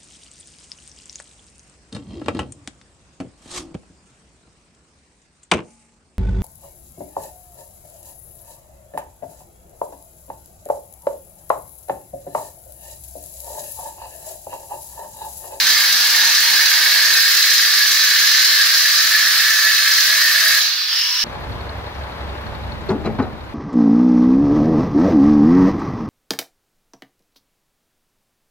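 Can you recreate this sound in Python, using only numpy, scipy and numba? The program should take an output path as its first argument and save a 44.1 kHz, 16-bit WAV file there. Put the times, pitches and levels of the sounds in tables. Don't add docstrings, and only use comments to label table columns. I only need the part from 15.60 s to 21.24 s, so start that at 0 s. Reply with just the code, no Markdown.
import sys
import numpy as np
from scipy import signal
from scipy.fft import rfft, irfft, next_fast_len
from scipy.io import wavfile
from scipy.ndimage import uniform_filter1d
from numba import njit

SR = 44100
rng = np.random.default_rng(int(sys.argv[2]) if len(sys.argv) > 2 else 0)


def transcribe(u):
    v = np.clip(np.atleast_2d(u).T, -1, 1)
    q = np.round(v * 32767).astype(np.int16)
    wavfile.write(sys.argv[1], SR, q)


def gain_from_db(level_db):
    decades = np.asarray(level_db, float) / 20
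    return 10 ** decades


N = 248710
T = np.arange(N) / SR

# centre in Hz, width in Hz, relative level in dB.
DISC_MODES = [(1190, 24, -18.5), (1592, 59, -14), (1550, 51, -10.5), (1662.6, 48, -2.5), (1744, 65, -2),
              (1821, 27, -4), (1870, 60, -13), (1932, 44, -9), (2077, 27, -24.5), (2183, 200, -11),
              (2595, 130, -15)]
# centre in Hz, width in Hz, relative level in dB.
RIM_MODES = [(8240, 30, 2.5), (14600, 450, 1)]
# frequency in Hz, relative level in dB.
SCRAPE_COLOUR = [(40, -70), (80, -80), (600, -38), (1000, -32), (1400, -18.5), (1750, -16.5), (2500, -27),
                 (3500, -28), (7000, -27)]
# frequency in Hz, relative level in dB.
GRIT_COLOUR = [(5000, -20), (7000, -2), (8800, -9), (10000, -5), (11000, -1), (12400, 0), (13500, -2.5),
               (14500, -1), (15000, 0), (16000, -1.5)]
# time in seconds, relative level in dB.
CUTTING_RING = [(0, -22), (.4, -22), (.55, -20), (1.45, -19), (1.6, -20.5), (3.35, -22), (3.55, -18.5),
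                (3.9, -19.5), (4.3, -21.5), (4.7, -19), (4.97, -19)]
# centre in Hz, width in Hz, relative level in dB.
HOUSING_MODES = [(3230, 400, -31), (3900, 420, 8), (3950, 35, 0), (4210, 42, 15.5), (4775, 50, 11),
                 (4846, 140, 12), (5180, 190, 9.5), (5920, 950, 6), (6830, 830, -2.5)]
# frequency in Hz, relative level in dB.
FAN_COLOUR = [(80, -60), (700, -55.5), (1200, -17.5), (2000, -16), (3000, -13), (4500, -7), (6000, -16),
              (7500, -36), (9000, -35), (16000, -23)]
# time in seconds, relative level in dB.
MOTOR_LOADED = [(0, -18), (.1, -17.5), (3.1, -17), (3.5, -18.5), (4.97, -18)]
# centre in seconds, width in seconds, change in dB.
MOTOR_SWELLS = [(5.265, 0.019, -5), (5.36, 0.096, 3), (5.62, 0.07, 2.5)]
# time in seconds, speed in turns a second.
LOADED_SPEED = [(0, 131.6), (.9, 132.1), (1.5, 130.6), (1.67, 128.6), (1.86, 126.8), (2.25, 127.4),
                (3.36, 130.9), (3.62, 132.6), (4.2, 132.3), (4.5, 130.9), (4.85, 130.6), (5.02, 132)]
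# multiple of the turn rate, start in seconds,
# end in seconds, level in dB.
SPINDLE_TONES = [(1, 0, 5.02, -60.5), (3, 1.4, 3.1, -56), (7, 1.7, 2.8, -54), (6, 2, 2.3, -58),
                 (4, 0, 1.5, -59), (7, .5, .53, -43), (7, .62, .69, -41), (7, .84, .89, -41),
                 (7, 1, 1.04, -41), (7, 1.15, 1.2, -43), (8, 2.8, 5, -51), (9, 2.8, 5, -44),
                 (10, 3.36, 4.42, -37), (13, 3.4, 4.4, -32), (13, 3.52, 3.61, -23), (13, 3.84, 3.97, -25),
                 (13, 4.04, 4.11, -23), (13, 4.2, 4.3, -26), (13, 4.5, 4.8, -31), (11, 3.5, 4.45, -41),
                 (4, 4.4, 5, -59), (32, .5, 1.1, -31), (33, .8, .95, -30), (32, 1.3, 1.55, -28),
                 (31, 1.75, 1.95, -29), (33, 2.1, 2.5, -32), (31, 2.3, 2.55, -28), (32, 2.66, 2.95, -24),
                 (32, 3, 3.4, -31), (32, 3.5, 3.92, -29), (32, 4.15, 4.4, -27), (32, 4.45, 4.8, -31),
                 (36, .1, .7, -30), (36, 2.7, 3.2, -32), (36, 4.25, 4.95, -31), (40, 1.3, 3.2, -35),
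                 (45, 2.75, 3.15, -35), (16, 2.65, 2.9, -34), (1, 5.4, 5.7, -68), (3, 5.45, 5.7, -62),
                 (6, 5.46, 5.58, -44)]
# time in seconds, level in dB.
SPINDLE_HUM = [(0, -55), (.4, -52), (1.2, -58), (1.28, -48), (1.52, -47), (1.6, -54.5), (2.65, -55),
               (2.8, -50.5), (3.1, -49), (4.4, -49.5), (4.5, -44.5), (4.7, -48), (4.82, -42.5), (4.92, -42),
               (5, -51), (5.07, -50), (5.1, -64)]
# time in seconds, level in dB.
WINDING_BUZZ = [(0, -57), (.8, -65), (3, -70), (3.4, -75), (5.7, -81)]
# frequency in Hz, relative level in dB.
WALL_COLOUR = [(30, -46), (110, -50), (200, -8), (400, -9.5), (700, -3.5), (950, 6), (1400, -7),
               (2000, -37)]
# frequency in Hz, level of the difference in dB.
SPREAD = [(60, -22), (200, -21), (400, -5), (700, -1), (1500, -3), (3000, -1.5), (6000, 4), (16000, -1.5)]

JUDDER, FLUTTER, WAVER, SWAY = 90, 60, 24, 7
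MAINS_HZ, GEAR_TEETH, HUM_MULTIPLE = 50, 32, 5
LIFT_S, LIFT_TAKES_S = 4.98, 0.043
RUN_UP_S, RUN_UP_TAU_S, FREE_TURNS = 5.07, 0.33, 178
GRIT_DB, RUMBLE_DB = -22, -38.5
RUMBLE_DROP_S, RUMBLE_DROP_TAKES_S, RUMBLE_DROP_DB = 1.545, 0.057, -13
SPINNING_RING_DB, SPINNING_GRIT_DB, SPINNING_RUMBLE_DB = -34.5, -39, -49
FADE_DB, FADE_TAU_S = 3, 0.13
PUFF_S, PUFF_RISE_S, PUFF_DECAY_S, PUFF_DB, PUFF_STAYS_DB = 5.305, 0.02, 0.04, 2, 4
MOTOR_FREE_DB, MOTOR_EASES_S = -21, 0.13
WHINE_WIDTH_HZ, VENT_WIDTH_HZ, VENT_DB = 680.0, 520.0, -9.5
ROOM_T60_S, ROOM_DB = 0.42, -2.1
RIGHT_DB = 1.5
LOW_HZ, TOP_HZ = 75, 15750


def disc(speed, pressure, grip):
    ring_db, grit_db, _ = contact()
    rub = every_turn(grains(5.2, 1.7, JUDDER), SR / speed, 0.2)
    ringing = gain_from_db(-0.5) * ring(rub, DISC_MODES, flicker_db=1.6, rate=FLUTTER, sway_db=0.91)
    scrape = gain_from_db(-9.0) * unit(colour(rub, SCRAPE_COLOUR))
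    metal = gain_from_db(ring_db) * (ringing + scrape)
    hiss = unit(colour(grains(2.5, 1.64, JUDDER), GRIT_COLOUR, RIM_MODES))
    grit = gain_from_db(grit_db + 0.53 * walk(WAVER) + 0.71 * walk(FLUTTER)) * hiss
    return pressure * metal + grip * grit


def contact():
    off = ramp(LIFT_S, LIFT_TAKES_S)
    since_puff = np.maximum(T - PUFF_S - PUFF_RISE_S, 0)
    puff_db = PUFF_STAYS_DB + PUFF_DB * np.exp(-since_puff / PUFF_DECAY_S)
    puff_db = ramp(PUFF_S, PUFF_RISE_S) * puff_db
    fade_db = FADE_DB * np.exp(-np.maximum(T - LIFT_S, 0) / FADE_TAU_S)
    rumble_db = RUMBLE_DB + RUMBLE_DROP_DB * ramp(RUMBLE_DROP_S, RUMBLE_DROP_TAKES_S)
    cutting = curve(CUTTING_RING), GRIT_DB, rumble_db
    spinning = SPINNING_RING_DB, SPINNING_GRIT_DB + fade_db + puff_db, SPINNING_RUMBLE_DB + fade_db
    return [(1 - off) * a + off * b for a, b in zip(cutting, spinning)]


def motor(speed, grip):
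    mains = 1 + 0.16 * np.cos(2 * np.pi * 2 * MAINS_HZ * T)
    free = np.interp(T, [5, 5.32], [0, 1])

    rattle = every_turn(grains(2.6, 2.2, JUDDER), SR / speed, 0.2)
    housing = ring(rattle, HOUSING_MODES, flicker_db=1.8, rate=FLUTTER, sway_db=1.3)
    housing = gain_from_db(-3.0 - 16 * free) * housing

    whine_hz = (GEAR_TEETH + 0.3 * free) * speed
    knock_db = 4 * free * np.cos(2 * np.pi * np.cumsum(speed) / SR)
    mesh_db = -11.5 + 7 * free + knock_db + 0.8 * walk(FLUTTER)
    mesh = gain_from_db(mesh_db) * moving_note(grains(2, 1, JUDDER), whine_hz, WHINE_WIDTH_HZ)

    air = gain_from_db(1.0 - 3 * free) * unit(colour(grains(2.56, 0.69, JUDDER), FAN_COLOUR))
    vent_hz = np.interp(T, [5.18, 5.3, 5.4, 5.5], [3550.0, 3250.0, 2850.0, 2950.0])
    vents = moving_note(rng.standard_normal(N), vent_hz, VENT_WIDTH_HZ)
    vents = free * gain_from_db(VENT_DB + 0.8 * walk(WAVER)) * vents
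    return gain_from_db(motor_db()) * mains * (grip * (housing + mesh) + air + vents)


def motor_db():
    eased = ramp(LIFT_S, MOTOR_EASES_S)
    swell_db = sum(db * np.exp(-((T - s) / width) ** 2) for s, width, db in MOTOR_SWELLS)
    return (1 - eased) * curve(MOTOR_LOADED) + eased * MOTOR_FREE_DB + swell_db


def spindle():
    loaded = curve(LOADED_SPEED)
    run_up = 1 - np.exp(-np.maximum(T - RUN_UP_S, 0) / RUN_UP_TAU_S)
    return loaded + (FREE_TURNS - loaded) * run_up


def tones(speed):
    turn = 2 * np.pi * np.cumsum(speed) / SR

    def tone(multiple, db):
        phase = multiple * turn + 0.05 * multiple * walk(WAVER)
        return gain_from_db(db + 1.7 * walk(WAVER)) * np.sqrt(2) * np.sin(phase)

    buzz = np.sqrt(2) * np.sin(2 * np.pi * 4 * MAINS_HZ * T)
    buzz = gain_from_db(curve(WINDING_BUZZ) + 2.5 * walk(SWAY)) * buzz
    out = tone(HUM_MULTIPLE, curve(SPINDLE_HUM)) + buzz
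    for multiple, start, end, db in SPINDLE_TONES:
        fade = np.clip(np.minimum(T - start + 0.041, end - T + 0.051) / 0.055, 0, 1)
        out = out + fade * tone(multiple, db)
    return out


def wall():
    mid, side = (unit(colour(grains(2.0, 0.43, FLUTTER), WALL_COLOUR)) for _ in range(2))
    side = gain_from_db(-2.5) * colour(side, SPREAD)
    rumble_db = contact()[2] - 1.0 + 0.67 * walk(WAVER) + 1.6 * walk(SWAY)
    return gain_from_db(rumble_db) * np.array([mid + side, mid - side])


def room(x):
    hop = int(SR * 0.2)
    t = T[:3 * hop]
    lead = np.concatenate([x[3 * hop:0:-1], x, np.zeros(2 * hop)])
    wet = np.zeros((2, len(lead) + 5 * hop))
    fade = np.sin(np.pi * np.arange(2 * hop) / (2 * hop))
    decay = gain_from_db(-60 * t / ROOM_T60_S) * np.clip((t - 0.002) / 0.0024, 0, 1)
    for i in range(0, len(lead) - 2 * hop, hop):
        tail = rng.standard_normal((2, len(t))) * decay
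        mid, side = tail[0], colour(tail[1], SPREAD)
        pair = np.array([mid + side, mid - side]) / np.sqrt(np.sum(mid ** 2))
        piece = lead[i:i + 2 * hop] * fade
        wet[:, i:i + 5 * hop - 1] += signal.fftconvolve(piece[None], pair, axes=1)
    direct = np.array([x, np.roll(x, 1)])
    echo = gain_from_db(ROOM_DB) * wet[:, 3 * hop:3 * hop + N]
    return (direct + echo) * gain_from_db(-3.5)


def grains(scatter_db, flicker_db, rate):
    size = np.minimum(rng.exponential(size=N), 5)
    return rng.standard_normal(N) * gain_from_db(scatter_db * size + flicker_db * walk(rate))


@njit
def every_turn(x, lag, keep):
    y = x.copy()
    for i in range(500, len(x)):
        k = int(lag[i])
        part = lag[i] - k
        y[i] += keep * ((1 - part) * y[i - k] + part * y[i - k - 1])
    return y


def ring(x, modes, flicker_db, rate, sway_db):
    total = 0
    for mode in modes:
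        strength = gain_from_db(flicker_db * walk(rate) + sway_db * walk(SWAY))
        total = total + strength * colour(x, [(100, -89), (16000, -91)], [mode])
    return unit(total)


def moving_note(x, hz, width):
    return unit(band(band(x, hz, width), hz, width))


@njit
def band(x, hz, width):
    y, b, l = np.empty(len(x)), 0., 0.
    for i in range(len(x)):
        g, k = np.tan(np.pi * hz[i] / SR), width / hz[i]
        v = (b + g * (x[i] - l)) / (1 + g * (g + k))
        b, l, y[i] = 2 * v - b, l + 2 * g * v, k * v
    return y


def colour(x, points, modes=()):
    size = next_fast_len(x.shape[-1])
    hz = np.arange(size // 2 + 1) * SR / size + 1e-3
    f, db = np.transpose(points)
    power = gain_from_db(np.interp(np.log(hz), np.log(f), db)) ** 2
    for centre, width, level_db in modes:
        power = power + gain_from_db(level_db) ** 2 / (1 + (2 * (hz - centre) / width) ** 2) ** 2
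    return irfft(rfft(x, size) * np.sqrt(power), size)[..., :x.shape[-1]]


def walk(rate):
    k = int(SR / rate)
    steps = np.repeat(rng.standard_normal(N // k + 1), k)
    steps = uniform_filter1d(steps, k)[:N]
    quick = unit(steps - uniform_filter1d(steps, 2 * k))
    return unit(np.tanh(0.6 * quick))


def unit(x):
    return x / np.sqrt(np.mean(x ** 2))


def curve(table):
    s, value = np.transpose(table)
    return np.interp(T, s, value)


def ramp(start, length):
    return np.clip((T - start) / length, 0, 1)


def scene():
    speed = spindle()
    pressure = gain_from_db(2.03 * walk(JUDDER))
    grip = gain_from_db(3.0 * walk(JUDDER))
    sound = room(disc(speed, pressure, grip) + motor(speed, grip)) + wall() + tones(speed)
    return sound * gain_from_db(np.array([[-RIGHT_DB], [RIGHT_DB]]) / 2)


def low_pass(x):
    return signal.sosfilt(signal.butter(12, 16580, fs=SR, output="sos"), x)


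def record(dry):
    rounded = 1.3 * np.tanh(dry / 1.3)
    low_cut = signal.butter(4, LOW_HZ, "high", fs=SR, output="sos")
    mic = signal.sosfilt(low_cut, rounded)
    mic = colour(mic, [(TOP_HZ, 0), (TOP_HZ + 60, -70)])
    return low_pass(mic)


dry = scene()
out = record(dry)
transcribe(out)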